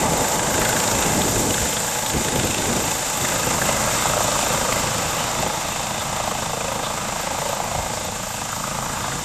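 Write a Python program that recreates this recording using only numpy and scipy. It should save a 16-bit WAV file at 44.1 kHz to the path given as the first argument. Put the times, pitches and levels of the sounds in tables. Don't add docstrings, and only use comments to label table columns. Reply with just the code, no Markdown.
import sys
import numpy as np
from scipy import signal
from scipy.fft import rfft, irfft
from scipy.io import wavfile

SR = 44100
rng = np.random.default_rng(int(sys.argv[2]) if len(sys.argv) > 2 else 0)


def persist_wave(psi):
    counts = np.round(np.clip(psi, -1, 1) * 32767).astype(np.int16)
    wavfile.write(sys.argv[1], SR, np.atleast_2d(counts).T)


N = 407484
TIME = np.arange(N) / SR


# time in seconds, blade passes per second.
PASS_RATE = [(0, 27.02), (1, 26.98), (2, 26.96), (3, 27.06), (4, 27.12), (5, 27.04), (6, 27.08), (7, 27.16),
             (8, 27.04), (9.24, 27.1)]
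def blade_passes(offset_s=.0248):
    turned = np.cumsum(in_time(PASS_RATE)[0]) / SR
    return np.interp(np.arange(int(turned[-1])), turned, TIME) + offset_s


def rotor():
    passes = blade_passes()
    wake = chop_resonances(slap(passes) + wake_roar())
    return thump(passes) + wake + hard_slaps() + blade_tips(passes) + tip_whistles()


# time in seconds, thump level in dB.
BLADE_LOAD = [(0, -35.5), (1.95, -36.5), (2.3, -37), (3.1, -37), (3.65, -30.5), (4.2, -32.5), (4.9, -31.5),
              (5.6, -36.5), (6.4, -34), (7.4, -35.5), (8.3, -37), (8.85, -32), (9.24, -36)]
# frequency in Hz, relative density in dB.
THUMP_SPECTRUM = [(15, -23), (27, 0.5), (38, -18), (54, -3), (78, -2.5), (110, 4), (160, 2), (215, 2),
                  (290, -9), (420, -27), (800, -36)]
def thump(passes, jitter_s=.00011, uneven_db=1.2, rumble_db=-4, wander_s=.00063):
    late, strong = rng.standard_normal((2, len(passes)))
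    pulses = clicks(passes + .0034 + jitter_s * late, from_db(uneven_db * strong))
    scatter = sum(from_db(db) * delayed(pulses, s + wander_s * drift(.91))
                  for s, db in [(.0125, -5), (.0278, -12)])
    rumble = from_db(rumble_db) * reflected(white(), THUMP_SPECTRUM)
    return gain(BLADE_LOAD) * rms_one(reflected(scatter - pulses, THUMP_SPECTRUM) + rumble)


# delay after the pass in seconds, relative level in dB.
TIP_VORTICES = [(-.0002, -4), (.0024, -4.5), (.0055, -5), (.0088, -5), (.012, -8.5), (.0155, -13)]
# time in seconds, slap level in dB.
SLAP_LEVEL = [(0, -34), (.9, -36.5), (1.25, -41), (1.6, -33.5), (2.55, -40), (2.88, -30), (3.1, -41),
              (3.6, -29.5), (3.95, -37.5), (4.18, -29), (4.55, -31.5), (4.9, -34), (5.45, -29),
              (5.65, -29.5), (5.85, -31), (6.04, -32), (6.25, -30), (6.75, -29.5), (7.05, -30.5),
              (7.22, -31.5), (7.42, -28), (7.65, -29), (7.95, -30), (8.27, -35), (8.55, -36.5),
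              (8.8, -33.5), (9.08, -35.5), (9.24, -37)]
# frequency in Hz, relative density in dB.
SLAP_SPECTRUM = [(150, -12.5), (330, -14), (480, 3.5), (620, 4.5), (880, 4), (1200, -4.5), (1600, -15.5),
                 (2500, -12.5), (4500, -38), (9000, -53), (13000, -67)]
def slap(passes, wander_s=.0005, jitter_s=.00008, uneven_db=1.5, tear_db=-4):
    cracks = np.zeros(N)
    for delay_s, level_db in TIP_VORTICES:
        late, strong = rng.standard_normal((2, len(passes)))
        wander = np.interp(passes, TIME, drift(.91))
        times = passes + delay_s + wander_s * wander + jitter_s * late
        cracks -= clicks(times, from_db(level_db + uneven_db * strong))
    tearing = bursts(passes, delay_s=-.0014, rise_s=.0043, uneven_db=.5)
    torn = from_db(tear_db) * reflected(white(tearing), SLAP_SPECTRUM)
    return gain(SLAP_LEVEL) * rms_one(reflected(cracks, SLAP_SPECTRUM) + torn)


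# time in seconds, peak level in dB, pitch in Hz.
KNOCKS = [(3.6569, -21, 740), (3.6925, -17, 700), (4.0571, -9, 810), (4.1371, -11, 1190), (4.169, -11, 715),
          (4.2063, -14, 950), (4.357, -13, 1000), (4.432, -17, 800), (4.5482, -15, 900), (5.4339, -16, 870),
          (5.7956, -15.5, 910), (6.1325, -20, 800), (6.2033, -13, 750), (6.2415, -18, 900),
          (6.2778, -12, 775), (6.3155, -16, 864), (6.4254, -16, 620), (6.5343, -13.5, 730),
          (6.5735, -17, 820), (6.723, -18, 790), (6.9122, -15, 885), (7.014, -17, 750), (7.3821, -15, 714),
          (7.4196, -20, 720), (7.5319, -16, 730), (7.6031, -15, 820), (7.7511, -20, 740),
          (7.7876, -14.5, 700), (8.4202, -19, 900), (8.5304, -16, 1240), (8.642, -14.5, 1190),
          (8.7883, -17, 800), (9.0437, -14, 910), (9.082, -14, 800)]
def hard_slaps(half_s=.0009, crack_db=-16):
    knocks = np.zeros(N)
    for s, peak_db, hz in KNOCKS:
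        at = samples_near(s, 4 * half_s)
        age = TIME[at] - s
        knocks[at] += from_db(peak_db) * bell(age, half_s) * np.cos(2 * np.pi * hz * age)
    notch_hz, notch_width_hz, _ = REFLECTION_BANDS[1]
    knocks -= resonance(knocks, notch_hz, notch_width_hz)
    times, peaks_db, _ = np.transpose(KNOCKS)
    cracks = colour(clicks(times, from_db(peaks_db)), SWISH_SPECTRUM)
    return knocks + from_db(crack_db + peaks_db.max()) * cracks / np.abs(cracks).max()


# time in seconds, level in dB.
ROAR_LEVEL = [(0, -26), (.55, -28), (.95, -26), (1.7, -31.5), (2.5, -30), (3.15, -31), (3.85, -28.5),
              (4.3, -33.5), (5.35, -27), (5.7, -31.5), (6.2, -30), (6.52, -36), (7.0, -32), (7.2, -35),
              (7.8, -31), (8.3, -41), (8.65, -39.5), (8.95, -35), (9.24, -35.5)]
# frequency in Hz, relative density in dB.
ROAR_SPECTRUM = [(120, -15), (330, -5.5), (500, -5), (680, 2.5), (900, 3), (1250, -2.5), (1600, -9.5),
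                 (2200, -11), (4000, -51.5)]
def wake_roar(flicker_db=.35):
    return gain(ROAR_LEVEL) * from_db(flicker_db * drift(22)) * reflected(white(), ROAR_SPECTRUM)


# time in seconds, lift of the bright band in dB.
BITE_LIFT = [(0, -3), (2.4, -4), (4.4, 8), (5.4, -1.5), (7.0, 3), (7.9, -3), (8.55, 8.5), (9.24, 4)]
# time in seconds, centre in Hz, lift in dB.
HOLLOW_RING = [(0, 513, 6.5), (3.0, 530, 2), (3.8, 565, 6), (4.25, 573, 5), (4.65, 504, 8), (5.3, 500, -1),
               (5.7, 557, -2), (6.4, 590, 1), (6.7, 520, 3), (7.0, 615, -1), (7.6, 650, 1.5), (8.2, 650, 1),
               (9.24, 660, 0)]
def chop_resonances(wake):
    wake = wake + (gain(BITE_LIFT) - 1) * resonance(wake, hz=1290, width_hz=460)
    ring_hz, ring_db = in_time(HOLLOW_RING)
    return wake + (from_db(ring_db) - 1) * moving_resonance(wake, ring_hz, width_hz=116)


# time in seconds, lead in seconds.
TIP_LEAD = [(0, 0.0054), (1, 0.0022), (2, 0.0043), (3.6, 0), (4.5, 0.0029), (9.24, 0.00093)]
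# time in seconds, level in dB.
RASP_LEVEL = [(0, -47), (.7, -30.5), (1.25, -44), (1.7, -36), (2.5, -41.5), (3.1, -43), (3.65, -35.5),
              (4.7, -42), (5.6, -51), (6.4, -43.5), (7.5, -48), (8.4, -42.5), (8.8, -47), (9.0, -36),
              (9.24, -47)]
def blade_tips(passes):
    early = passes - np.interp(passes, *np.transpose(TIP_LEAD))
    sweep = bursts(early, delay_s=-.00032, rise_s=.0048, uneven_db=4)
    return swish(early) + gain(RASP_LEVEL) * narrow_noise(sweep, hz=1550, width_hz=380)


# time in seconds, level in dB.
SWISH_LEVEL = [(0, -39), (.4, -35), (.65, -39), (.9, -31), (1.25, -37), (1.7, -45), (2.0, -35),
               (2.45, -33.5), (2.8, -38), (3.1, -36), (3.65, -36.5), (4.3, -37.5), (4.7, -40), (5.6, -43),
               (6.4, -39), (8.4, -50), (9.0, -48), (9.24, -58)]
# frequency in Hz, relative density in dB.
SWISH_SPECTRUM = [(600, -1), (1200, -14), (1600, -7), (2500, -5), (3600, -0.5), (5000, -5.5), (7500, 4),
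                  (10000, -14), (13000, -32)]
# centre in Hz, width in Hz, level in dB relative to the broad hiss.
SHEDDING_BANDS = [(2000, 410, -9.5), (2530, 450, -9.5), (3690, 280, -11)]
def swish(passes, flicker_db=1.2):
    sweep = bursts(passes, delay_s=.0003, rise_s=.0029, uneven_db=0)
    hiss = reflected(white(sweep), SWISH_SPECTRUM)
    for hz, width_hz, level_db in SHEDDING_BANDS:
        flare = bursts(passes, delay_s=.00018, rise_s=.0019, uneven_db=2.5)
        hiss += from_db(level_db) * narrow_noise(flare, hz, width_hz)
    return gain(SWISH_LEVEL) * from_db(flicker_db * drift(4.3)) * rms_one(hiss)


# time in seconds, pitch in Hz, width in Hz, peak in dB, half length in seconds.
WHISTLES = [(.396, 1900, 1100, -23, .0025), (.433, 1700, 1100, -26, .0025), (0.474, 1700, 1100, -23, .0025),
            (0.506, 1700, 1100, -26, .0025), (.544, 2100, 1120, -25, .0025), (.581, 2000, 1200, -24, .0025),
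            (0.621, 1900, 590, -21, 0.0062), (0.654, 3680, 400, -20.5, 0.0024),
            (.654, 1800, 1066, -23, 0.0031), (.693, 3780, 500, -27, .003), (0.727, 3000, 1200, -25, 0.0034),
            (.767, 2200, 1600, -21.5, 0.0021), (0.803, 2500, 2400, -20, .002),
            (0.837, 2200, 1510, -25.5, .0025), (.878, 4200, 2000, -20, 0.0025),
            (.916, 5840, 1980, -19, .003), (1.024, 6770, 1000, -23, .003), (1.026, 3500, 600, -24, .003),
            (1.22, 3530, 500, -20, 0.0028), (1.508, 2930, 250, -21, .003), (1.544, 3560, 450, -20.5, .003),
            (1.73, 3400, 500, -22, 0.0027), (1.77, 3530, 346, -21, 0.0023), (2.065, 3570, 448, -20.5, .003),
            (2.103, 3820, 620, -22, .003), (2.168, 2400, 597, -31, .003), (2.249, 3070, 350, -26, .003),
            (2.284, 1660, 700, -26, .003), (2.363, 2900, 900, -25, .003), (2.399, 1670, 697, -20, .003),
            (2.512, 2670, 361, -21, .003), (2.547, 2590, 302, -19, 0.0028), (2.586, 3670, 400, -24, .003),
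            (2.916, 7100, 401, -18, 0.0038), (3.253, 1727, 304, -20.5, 0.0038),
            (3.619, 1565, 202, -16.5, 0.0028), (3.696, 2740, 900, -27, .003),
            (4.726, 2180, 880, -16.5, 0.0022), (5.2, 2850, 446, -28.5, 0.028),
            (6.855, 3550, 400, -28, 0.019)]
def tip_whistles():
    out = np.zeros(N)
    random_walk = np.cumsum(rng.standard_normal(N))
    for s, hz, width_hz, peak_db, half_s in WHISTLES:
        at = samples_near(s, 4 * half_s)
        unsteady = np.sqrt(2 * np.pi * width_hz / SR) * random_walk[at]
        swell = from_db(peak_db) * bell(TIME[at] - s, half_s)
        out[at] += swell * np.sin(2 * np.pi * hz * TIME[at] + unsteady)
    return out


# time in seconds, intake level in dB, exhaust level in dB.
ENGINE_LEVELS = [(0, -27.5, -31), (.8, -26, -29.5), (1.5, -25.5, -29.5), (2.1, -28, -31), (2.8, -28, -30),
                 (3.2, -27.5, -30.5), (3.95, -26.5, -28.5), (4.6, -27.5, -28), (5.15, -30.3, -29.5),
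                 (5.7, -32.5, -32), (6.8, -33.5, -33.5), (7.4, -33, -32.5), (8.1, -33.5, -33.5),
                 (9.24, -33, -34)]
# frequency in Hz, relative density in dB.
INTAKE_SPECTRUM = [(3500, -30), (5200, -10), (6500, -4.5), (7000, 1.5), (7300, 2), (7900, -1), (8700, -6.5),
                   (10000, -13), (11500, -21.5), (12600, -26), (14000, -73)]
COMPRESSOR_SPECTRUM = [(12400, -46), (12800, -16), (13000, -14), (13100, -6), (13170, 1), (13300, -12),
                       (13480, -22), (13650, -50)]
def turbines(flutter_db=.5, chop_db=.5, mesh_db=-17):
    intake_db, exhaust_db = in_time(ENGINE_LEVELS)
    sweep = rms_one(bursts(blade_passes(), delay_s=-.0027, rise_s=.0021, uneven_db=4))
    air_db = flutter_db * drift(9.8) + chop_db * (sweep - sweep.mean())
    hiss = from_db(intake_db + air_db) * colour(white(), INTAKE_SPECTRUM)
    whine_db = -38 + 1.13 * (intake_db + 27) + 1.1 * drift(10)
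    whine = from_db(whine_db + air_db) * colour(white(), COMPRESSOR_SPECTRUM)
    rush = from_db(exhaust_db + air_db) * exhaust()
    mesh = from_db(exhaust_db + mesh_db + 3 * drift(6)) * narrow_noise(1, hz=3600, width_hz=540)
    return hiss + whine + rush + mesh


# frequency in Hz, relative density in dB.
EXHAUST_SPECTRUM = [(900, -9.5), (1600, 1.5), (2500, 0), (3500, -3), (4600, -1.5), (6000, -0.5),
                    (9000, -12.5), (13000, -52)]
# centre in Hz, width in Hz.
EXHAUST_BANDS = [(2040, 490), (2650, 280), (2950, 86), (3600, 250)]
def exhaust(waver_db=1.8, lift_db=.95):
    rush = reflected(white(), EXHAUST_SPECTRUM)
    bands = sum((from_db(lift_db + waver_db * drift(3.4)) - 1) * resonance(rush, hz, width_hz)
                for hz, width_hz in EXHAUST_BANDS)
    return rms_one(rush + bands)


# pitch in Hz, relative level in dB, waver as a fraction of the pitch.
GEAR_TONES = [(489.5, -1, .0018), (857.5, 2.2, .002), (876.5, 1.5, .002), (612, -2, .0025)]
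# time in seconds, gain in dB.
HUM_LEVEL = [(0, -37), (2, -43), (3.3, -45), (4.8, -69), (9.24, -46.5)]
def gears_and_fan(fading_db=2.5, rough_db=-13):
    rate = in_time(PASS_RATE)[0]
    speed = rate / rate.mean()
    hum = from_db(rough_db) * narrow_noise(1, hz=847, width_hz=77)
    for hz, level_db, waver in GEAR_TONES:
        phase = 2 * np.pi * np.cumsum(hz * speed * (1 + waver * drift(13))) / SR
        hum += from_db(level_db) * rms_one(np.sin(phase) * from_db(fading_db * drift(8.2)))
    return gain(HUM_LEVEL) * hum


# centre in Hz, width in Hz, gain in dB.
REFLECTION_BANDS = [(290, 14, -7), (395, 20, -8), (701, 33, -3.5), (1035, 15, -5), (1228, 57, 3),
                    (1460, 27, -3.5), (1567, 116, 2), (1816, 55, -5.5), (2060, 120, 1), (2270, 36, -4.5),
                    (2644, 61, 2.5), (3315, 34, -8), (3450, 320, 4)]
def reflected(x, spectrum):
    return colour(x, spectrum, REFLECTION_BANDS)


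# time in seconds, centre in Hz, gain in dB.
GRASS_BOUNCE = [(0, 330, -2.5), (3.2, 310, 3), (4.1, 305, -7), (4.8, 295, 1), (5.3, 400, -2),
                (5.8, 435, -5), (6.5, 400, -2), (7.3, 430, -3), (8.0, 480, -2), (8.7, 380, -5),
                (9.24, 360, -4)]
# delay in seconds, gain in dB.
FIELD_ECHOES = [(.061, -12.5), (0.129, -21.5), (.203, -30.5), (.317, -21.5)]
def field(x, leaves_hz=2500):
    dip_hz, dip_db = in_time(GRASS_BOUNCE)
    x = x + (from_db(dip_db) - 1) * moving_resonance(x, dip_hz, width_hz=95)
    dull = signal.sosfilt(signal.butter(1, leaves_hz, fs=SR, output="sos"), x)
    return x + sum(from_db(db) * delayed(dull, s) for s, db in FIELD_ECHOES)


# time in seconds, level in dB.
BREEZE_LEVEL = [(0, -29), (.28, -31), (.5, -31), (1.0, -30.5), (1.5, -38), (1.75, -33.5), (2.05, -39),
                (2.25, -29.5), (2.75, -27), (2.97, -35), (3.15, -38), (3.4, -32.5), (4.6, -31), (5.7, -40),
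                (6.5, -39), (8.4, -40), (9.24, -34.5)]
# start in seconds, length in seconds, level in dB.
WIND_GUSTS = [(0, 0.22, -27), (0.35, .09, -32), (0.525, 0.105, -26.5), (.91, 0.098, -33), (1.06, 0.46, -24),
              (1.533, 0.044, -31), (1.614, 0.035, -25), (2.145, 0.026, -25.5), (2.2, .025, -28),
              (2.334, 0.055, -23), (2.44, 0.037, -26), (2.55, .04, -37), (2.634, .03, -36),
              (2.676, 0.13, -28), (2.83, 0.034, -32), (3.208, 0.052, -28), (3.308, .05, -28.5),
              (3.48, 0.054, -29.5), (3.618, .08, -30.5), (5.38, 0.092, -32.5)]
# frequency in Hz, relative density in dB.
BRISK_SPECTRUM = [(12, -19), (30, -9), (60, -3.5), (130, 0), (230, -0.5), (350, -2.5), (520, -5.5),
                  (900, -15.5), (2500, -52), (6000, -98)]
SLACK_SPECTRUM = [(12, -18), (30, -8), (60, -6), (130, 0.5), (220, -3.5), (280, -5.5), (380, -12),
                  (900, -36), (2500, -64)]
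def wind(lumpy_db=2, attack_s=.03, release_s=.031, brisk_db=-30.5):
    power = gain(BREEZE_LEVEL) ** 2
    for s, length_s, db in WIND_GUSTS:
        corners = [s - attack_s, s, s + length_s, s + length_s + release_s]
        power += (from_db(db) * np.interp(TIME, corners, [0, 1, 1, 0])) ** 2
    lumps = from_db(lumpy_db * drift(35))
    brisk = np.clip(power / from_db(brisk_db) ** 2, 0, 1)
    rush = np.sqrt(power * brisk) * colour(white(lumps), BRISK_SPECTRUM)
    rumble = np.sqrt(power * (1 - brisk)) * colour(white(lumps), SLACK_SPECTRUM)
    return rush + rumble


# time in seconds, level in dB, half length in seconds.
BIG_EDDIES = [(0.616, -28, .016), (0.984, -27, 0.047), (1.37, -28, 0.041), (1.628, -28, 0.016),
              (2.156, -26, 0.012), (2.385, -27, 0.025), (2.69, -29, 0.016), (7.787, -28.5, 0.042),
              (8.08, -37, 0.14)]
# frequency in Hz, relative density in dB.
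THUD_SPECTRUM = [(15, -10), (35, 2), (55, 3), (85, 4), (140, -0.5), (400, -43)]
def buffets():
    swell = sum(from_db(db) * bell(TIME - s, half_s) for s, db, half_s in BIG_EDDIES)
    return swell * colour(white(), THUD_SPECTRUM)


def from_db(db):
    return 10 ** (np.asarray(db) / 20)


def rms_one(x):
    return x / np.sqrt(np.mean(x ** 2) + 1e-20)


def in_time(rows):
    s, *columns = np.transpose(rows)
    return [np.interp(TIME, s, c) for c in columns]


def gain(rows):
    return from_db(in_time(rows)[0])


def bell(x, spread):
    return np.exp(-.5 * (x / spread) ** 2)


def samples_near(s, reach_s):
    return np.arange(int((s - reach_s) * SR), int((s + reach_s) * SR))


def delayed(x, s):
    return np.interp(TIME - s, TIME, x, left=0)


def drift(rate):
    pole = np.exp(-200 * np.pi * rate / SR)
    steps = rng.standard_normal(N // 100 + 2002)
    slow = signal.lfilter([1], [1, -2 * pole, pole * pole], steps)[2000:]
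    return np.interp(np.arange(N) / 100, np.arange(len(slow)), rms_one(slow))


def white(gate=1):
    return gate * rng.standard_normal(N)


def clicks(times, sizes):
    at = np.round(times * SR).astype(int)
    inside = (at >= 0) & (at < N)
    return np.bincount(at[inside], sizes[inside], N)


def bursts(passes, delay_s, rise_s, uneven_db):
    pole = np.exp(-1 / (rise_s * SR))
    sizes = from_db(uneven_db * rng.standard_normal(len(passes)))
    return signal.lfilter([1], [1, -2 * pole, pole * pole], clicks(passes + delay_s, sizes) + 1e-18)


def colour(x, spectrum, ripple=(), size=8192):
    hz = np.maximum(np.arange(size // 2 + 1) * SR / size, 1)
    points_hz, points_db = np.transpose(spectrum)
    db = np.interp(np.log(hz), np.log(points_hz), points_db)
    for centre, width, bump_db in ripple:
        db += bump_db * bell(hz - centre, width)
    cepstrum = irfft(np.log(from_db(db)))[:size // 2]
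    cepstrum[1:] *= 2
    response = irfft(np.exp(rfft(cepstrum, size)))
    return rms_one(signal.oaconvolve(x, response)[:N])


def resonance(x, hz, width_hz):
    return signal.lfilter(*signal.iirpeak(hz, hz / width_hz, fs=SR), x)


def narrow_noise(gate, hz, width_hz):
    return rms_one(resonance(resonance(white(gate), hz, width_hz), hz, width_hz))


def moving_resonance(x, hz, width_hz, size=512):
    out, state = np.zeros(N), np.zeros(2)
    for i in range(0, N, size):
        b, a = signal.iirpeak(hz[i], hz[i] / width_hz, fs=SR)
        out[i:i + size], state = signal.lfilter(b, a, x[i:i + size], zi=state)
    return out


def scene():
    helicopter = rotor() + turbines() + gears_and_fan()
    return (field(helicopter) + wind() + buffets())[None]


def record(dry):
    bass_cut = signal.butter(2, 18, "high", fs=SR, output="sos")
    top_cut = signal.cheby2(16, 70, 14500, fs=SR, output="sos")
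    return signal.sosfilt(top_cut, signal.sosfilt(bass_cut, dry))


dry = scene()
out = record(dry)
persist_wave(out)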